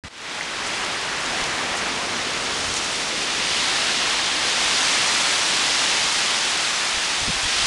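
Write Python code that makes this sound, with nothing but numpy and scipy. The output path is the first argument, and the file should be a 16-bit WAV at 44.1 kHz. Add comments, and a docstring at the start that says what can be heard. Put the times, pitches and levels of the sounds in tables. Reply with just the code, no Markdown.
"""A short burst of water noise with a low thump of wind comes first; then a river fades in, running
over a pebble beach into a lake where small waves break. Clouds of bubbles make the sound, and the
smaller the bubble, the higher it rings: the current gurgles, rapids and breakers churn, the swash
hisses, its foam fizzes. Near drops plop and patter, and light gusts buffet the microphone."""
import sys
import numpy as np
from scipy import signal
from scipy.fft import rfft, irfft, next_fast_len
from scipy.io import wavfile
from scipy.ndimage import uniform_filter1d

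SR = 44100
rng = np.random.default_rng(int(sys.argv[2]) if len(sys.argv) > 2 else 0)


def waveform_to_disk(signal):
    """Save audio, clipped to [-1, 1], as 16-bit WAV at the path in sys.argv[1]."""
    frames = np.transpose(np.atleast_2d(signal))
    scaled = np.clip(frames, -1, 1) * 32767
    samples = np.round(scaled).astype(np.int16)
    wavfile.write(sys.argv[1], SR, samples)


N = 337806
TIME = np.arange(N) / SR

# spectra of the four bubble clouds and of a droplet's splat: frequency_hz, relative_density_db
CURRENT_SPECTRUM = [(30, -6.5), (90, -7), (170, -3), (250, -1), (340, -0.3), (480, -2), (600, -2.5),
                    (750, -5.5), (1300, -26), (3000, -38)]
FOAM_SPECTRUM = [(1500, -21), (3000, -8.5), (5200, 0.5), (6500, 0), (8000, -3.5), (10200, -8), (11000, -24),
                 (11700, -25.5), (12400, -40)]
CHURN_SPECTRUM = [(250, -25), (500, -9), (720, -1.5), (900, -0.5), (1100, 0), (1450, -0.6), (1750, 0),
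                  (2100, -1), (2700, -3.5), (3800, -10.5), (5500, -18), (10000, -35)]
SWASH_SPECTRUM = [(800, -17), (1700, -6), (2600, -1), (3500, 0.5), (5000, -3), (6500, -10), (10000, -22.5),
                  (11000, -42)]
SPLAT_SPECTRUM = [(2000, -12), (4000, 0), (7000, 3), (10200, -6.5), (11000, -20), (12400, -32)]
# the current apart from its surges: time_s, level_db
CURRENT_LEVELS = [(.5, -40), (1.0, -39.5), (1.8, -34), (2.4, -35.5), (5.8, -36.5), (6.8, -39.5)]
# wind eddies at the microphone: centre_s, half_length_s, relative_level_db, upper_edge_hz
EDDIES = [(0.045, 0.047, -28.5, 200), (1.418, 0.048, -39, 90), (2.67, 0.11, -37.5, 110),
          (6.962, .05, -39, 59.6), (7.22, 0.053, -34.5, 120), (7.28, .016, -26, 360),
          (7.294, .022, -23, 170), (7.364, .06, -38, 120), (7.45, 0.033, -30, 100), (7.61, 0.14, -37, 120)]
# small splashes at the near bank: centre_s, half_length_s, peak_db
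BANK_SPLASHES = [(.675, 0.028, -33), (0.849, .004, -28), (1.263, 0.0036, -30), (1.41, .012, -33),
                 (1.441, .005, -28), (1.78, 0.034, -34), (2.703, .17, -38), (2.741, 0.0033, -22.5),
                 (2.772, 0.032, -30), (2.846, .008, -31)]
# near drops: start_s, pitch_hz, strength_db, t60_s
NEAR_DROPS = [(.2875, 1500, -22, .008), (.4096, 2000, -9, .012), (.430, 6300, -20, .008),
              (.668, 7800, -25, .015), (1.262, 7200, -20, .005), (1.606, 1100, -19, .014),
              (2.741, 6000, -16, .006), (2.767, 6500, -20, .012), (4.300, 2400, -10, .006)]
# steady rush, one row each for churn, swash and foam: facing_rapids_db, facing_lake_db
STEADY_LEVELS = [(-31.5, -30), (-34.5, -28.5), (-40, -32)]
# surges in the rapids: start_s, level_db
RAPIDS_SURGES = [(.39, -29.5), (1.0, -28.5), (1.5, -35)]
# gain of each cloud in a surge: churn_db, swash_db, foam_db
SURGE_GAINS = [0.5, -4.5, -7]
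# waves reaching the beach: start_s, hold_s, churn_db, swash_db, foam_db
BEACH_WAVES = [(3.09, .05, -28.5, -24.8, -33.5), (4.21, 0.44, -27.5, -26, -27.5),
               (5.25, .25, -35.5, -29, -32.5), (7.3, .3, -26.5, -22.5, -24)]
# envelope of a wave, one row each for churn, swash and foam: rise_s, fall_db_per_s
WAVE_ENVELOPES = [(0.68, 4), (0.45, 3.5), (0.58, 4.5)]


def undb(db):
    """Amplitude grows tenfold for every 20 decibels."""
    return 10 ** (np.asarray(db) / 20)


def unit(x):
    """Normalisation brings the rms to 1."""
    return x / np.sqrt(np.mean(x ** 2))


def add(out, start_s, sound):
    """Superposition: a short sound adds its pressure to what is already there."""
    start = int(np.clip(start_s * SR, 0, N - 1))
    out[start:start + len(sound)] += sound[:N - start]


def ramp(start_s, length_s):
    """A linear rise from 0 saturates at 1."""
    return np.clip((TIME - start_s) / length_s, 0, 1)


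def colour(x, spectrum):
    """Filtering weights each frequency by a spectrum and rolls off beyond its ends; rms 1."""
    hz, db = np.transpose(spectrum)
    size = next_fast_len(N)
    log_f = np.log(np.maximum(np.arange(size // 2 + 1) * SR / size, 1))
    outside = np.abs(log_f - np.clip(log_f, np.log(hz[0]), np.log(hz[-1])))
    gain = undb(np.interp(log_f, np.log(hz), db) - 20 * outside)
    return unit(irfft(rfft(x, size) * gain, size)[:N])


def flicker(rate_hz):
    """Random modulation glides from one chance value to the next; rms 1."""
    hold = max(int(SR / rate_hz), 2)
    held = np.repeat(rng.standard_normal(N // hold + 2), hold)
    return unit(uniform_filter1d(held[rng.integers(hold):][:N], hold))


def wash(flicker_db, flicker_hz, bands=8):
    """Countless far bubbles sum incoherently to noise, each size class flickering in its own band."""
    edges_hz = np.geomspace(100, 13000, bands + 1)
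    size = next_fast_len(N)
    noise = rfft(rng.standard_normal(size))
    band = np.searchsorted(edges_hz[1:-1], np.arange(len(noise)) * SR / size)
    classes = (irfft(noise * (band == k), size)[:N] for k in range(bands))
    return unit(sum(rush * undb(flicker_db * flicker(flicker_hz)) for rush in classes))


def bubble(hz, t60_s, pitch_rise):
    """A bubble is a damped oscillator whose resonance rises as it nears the surface."""
    t = np.arange(int(t60_s * SR) + 2) / SR
    phase = 2 * np.pi * hz * t * (1 + pitch_rise * t / t60_s / 2)
    decay = np.exp(-np.log(1000) * t / t60_s)
    onset = 1 - np.exp(-t * hz)
    return np.sin(phase) * decay * onset


def bubbles(low_hz, high_hz, per_s, t60_cycles, scatter_db, classes=20):
    """Bubbles of many sizes resonate at random moments, most faint and a few stronger."""
    out = np.zeros(N)
    for hz in np.geomspace(low_hz, high_hz, classes):
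        moment, chance = rng.random((int(per_s * N / SR / classes) + 1, 2)).T
        strength = undb(-scatter_db * np.log(np.maximum(chance, np.exp(-5))))
        polarity = (-1) ** np.arange(len(strength))
        births = np.bincount((moment * N).astype(int), strength * polarity, N)
        ring = bubble(hz, t60_cycles / hz, pitch_rise=0.27)
        out += np.sqrt(hz) * unit(signal.oaconvolve(births, ring)[:N])
    return unit(out)


def wind():
    """Turbulent pressure at the microphone makes each eddy a short, low thump."""
    out = np.zeros(N)
    for centre_s, half_s, db, edge_hz in EDDIES:
        puff = np.hanning(int(2 * half_s * SR))
        band = signal.butter(3, [edge_hz / 4, edge_hz], "band", fs=SR, output="sos")
        eddy = signal.sosfilt(band, rng.standard_normal(SR))
        add(out, centre_s - half_s, undb(db - 6.0) * unit(puff * eddy[-len(puff):]))
    return out


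def spray(per_s, scatter_db, t60_s, faintest_db):
    """Droplet impacts at the near bank radiate brief, bright noise; now and then a whole splash comes."""
    moment, chance = rng.random((int(per_s * N / SR), 2)).T
    strength = undb(faintest_db - scatter_db * np.log(np.maximum(chance, np.exp(-4))))
    impacts = np.bincount((moment * N).astype(int), strength, N)
    decay = np.exp(-np.log(1000) / (t60_s * SR))
    envelope = signal.lfilter([1], [1, -decay], impacts + 1e-18)
    for centre_s, half_s, db in BANK_SPLASHES:
        add(envelope, centre_s - half_s, undb(db) * np.hanning(int(2 * half_s * SR)))
    return envelope * colour(rng.standard_normal(N), SPLAT_SPECTRUM)


def drops():
    """Each near drop plops with the free oscillation of a single bubble."""
    out = np.zeros(N)
    for start_s, hz, db, t60_s in NEAR_DROPS:
        add(out, start_s, undb(db) * bubble(hz, t60_s, pitch_rise=0.075))
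    return out


def current():
    """The river folds under large air pockets, whose low resonances gurgle."""
    gurgle = bubbles(low_hz=224, high_hz=1290, per_s=500, t60_cycles=11.7, scatter_db=0.5)
    return colour(wash(flicker_db=-0.1, flicker_hz=23) + undb(-20) * gurgle, CURRENT_SPECTRUM)


def foam():
    """Tiny bubbles burst in the froth behind the waves; the smallest resonators ring highest."""
    fizz = bubbles(low_hz=3850, high_hz=10400, per_s=6000, t60_cycles=12.2, scatter_db=2.5)
    return colour(wash(flicker_db=0.57, flicker_hz=25) + undb(-5.5) * fizz, FOAM_SPECTRUM)


def churn():
    """Rapids and breakers entrain middle-sized bubbles, which resonate in the midrange."""
    babble = bubbles(low_hz=747.5, high_hz=3500, per_s=2500, t60_cycles=26, scatter_db=2.0)
    splashing = undb(0.11 * flicker(rate_hz=25))
    return colour(wash(flicker_db=0.5, flicker_hz=20) + undb(-13.5) * babble, CHURN_SPECTRUM) * splashing


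def swash():
    """White water runs up the pebbles, and the resonances of its small bubbles merge into a hiss."""
    seething = bubbles(low_hz=1783, high_hz=6040, per_s=7000, t60_cycles=14.4, scatter_db=2.5)
    return colour(wash(flicker_db=0.42, flicker_hz=18) + undb(-10) * seething, SWASH_SPECTRUM)


def swell(start_s, hold_s, rise_s, fall_db_per_s):
    """Amplitude grows as water piles up, holds while it breaks and decays exponentially as it settles."""
    settling_s = np.maximum(TIME - start_s - rise_s - hold_s, 0)
    return ramp(start_s, rise_s) * undb(-fall_db_per_s * settling_s)


def surge_power():
    """Surges in the rapids are incoherent, so their powers add."""
    return sum((undb(db) * swell(start_s, hold_s=0, rise_s=0.37, fall_db_per_s=8.5)) ** 2
               for start_s, db in RAPIDS_SURGES)


def white_water_gain(cloud):
    """Steady rush, surges and waves add in power within a cloud (0 churn, 1 swash, 2 foam)."""
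    rapids_db, lake_db = STEADY_LEVELS[cloud]
    turn = ramp(start_s=1.65, length_s=1.0)  # the listener turns from the rapids towards the lake
    steady = undb(rapids_db + (lake_db - rapids_db) * turn) ** 2
    surges = undb(SURGE_GAINS[cloud]) ** 2 * surge_power()
    waves = sum((undb(levels_db[cloud]) * swell(start_s, hold_s, *WAVE_ENVELOPES[cloud])) ** 2
                for start_s, hold_s, *levels_db in BEACH_WAVES)
    return np.sqrt(steady + surges + waves)


def scene():
    """River, surf, spray, drops and wind superpose in one channel."""
    flow = undb(np.interp(TIME, *np.transpose(CURRENT_LEVELS)))
    river = np.sqrt(flow ** 2 + undb(-10.5) ** 2 * surge_power()) * current()  # surges swell the gurgle
    surf = sum(white_water_gain(cloud) * source() for cloud, source in enumerate([churn, swash, foam]))
    patter = spray(per_s=46, scatter_db=3.5, t60_s=.016, faintest_db=-44)
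    return (river + surf + patter + drops() + wind())[None]


def record(dry):
    """A gate passes a short burst, the gain then fades in, and a low-pass filter cuts above 12 kHz."""
    burst = undb(-7.5) * ((TIME > .037) & (TIME < .085))
    gain = np.maximum(burst, ramp(start_s=.06, length_s=0.29))
    low_pass = signal.ellip(8, .2, 70, 12000, fs=SR, output="sos")
    return signal.sosfilt(low_pass, dry * gain)


dry = scene()
out = record(dry)
waveform_to_disk(out)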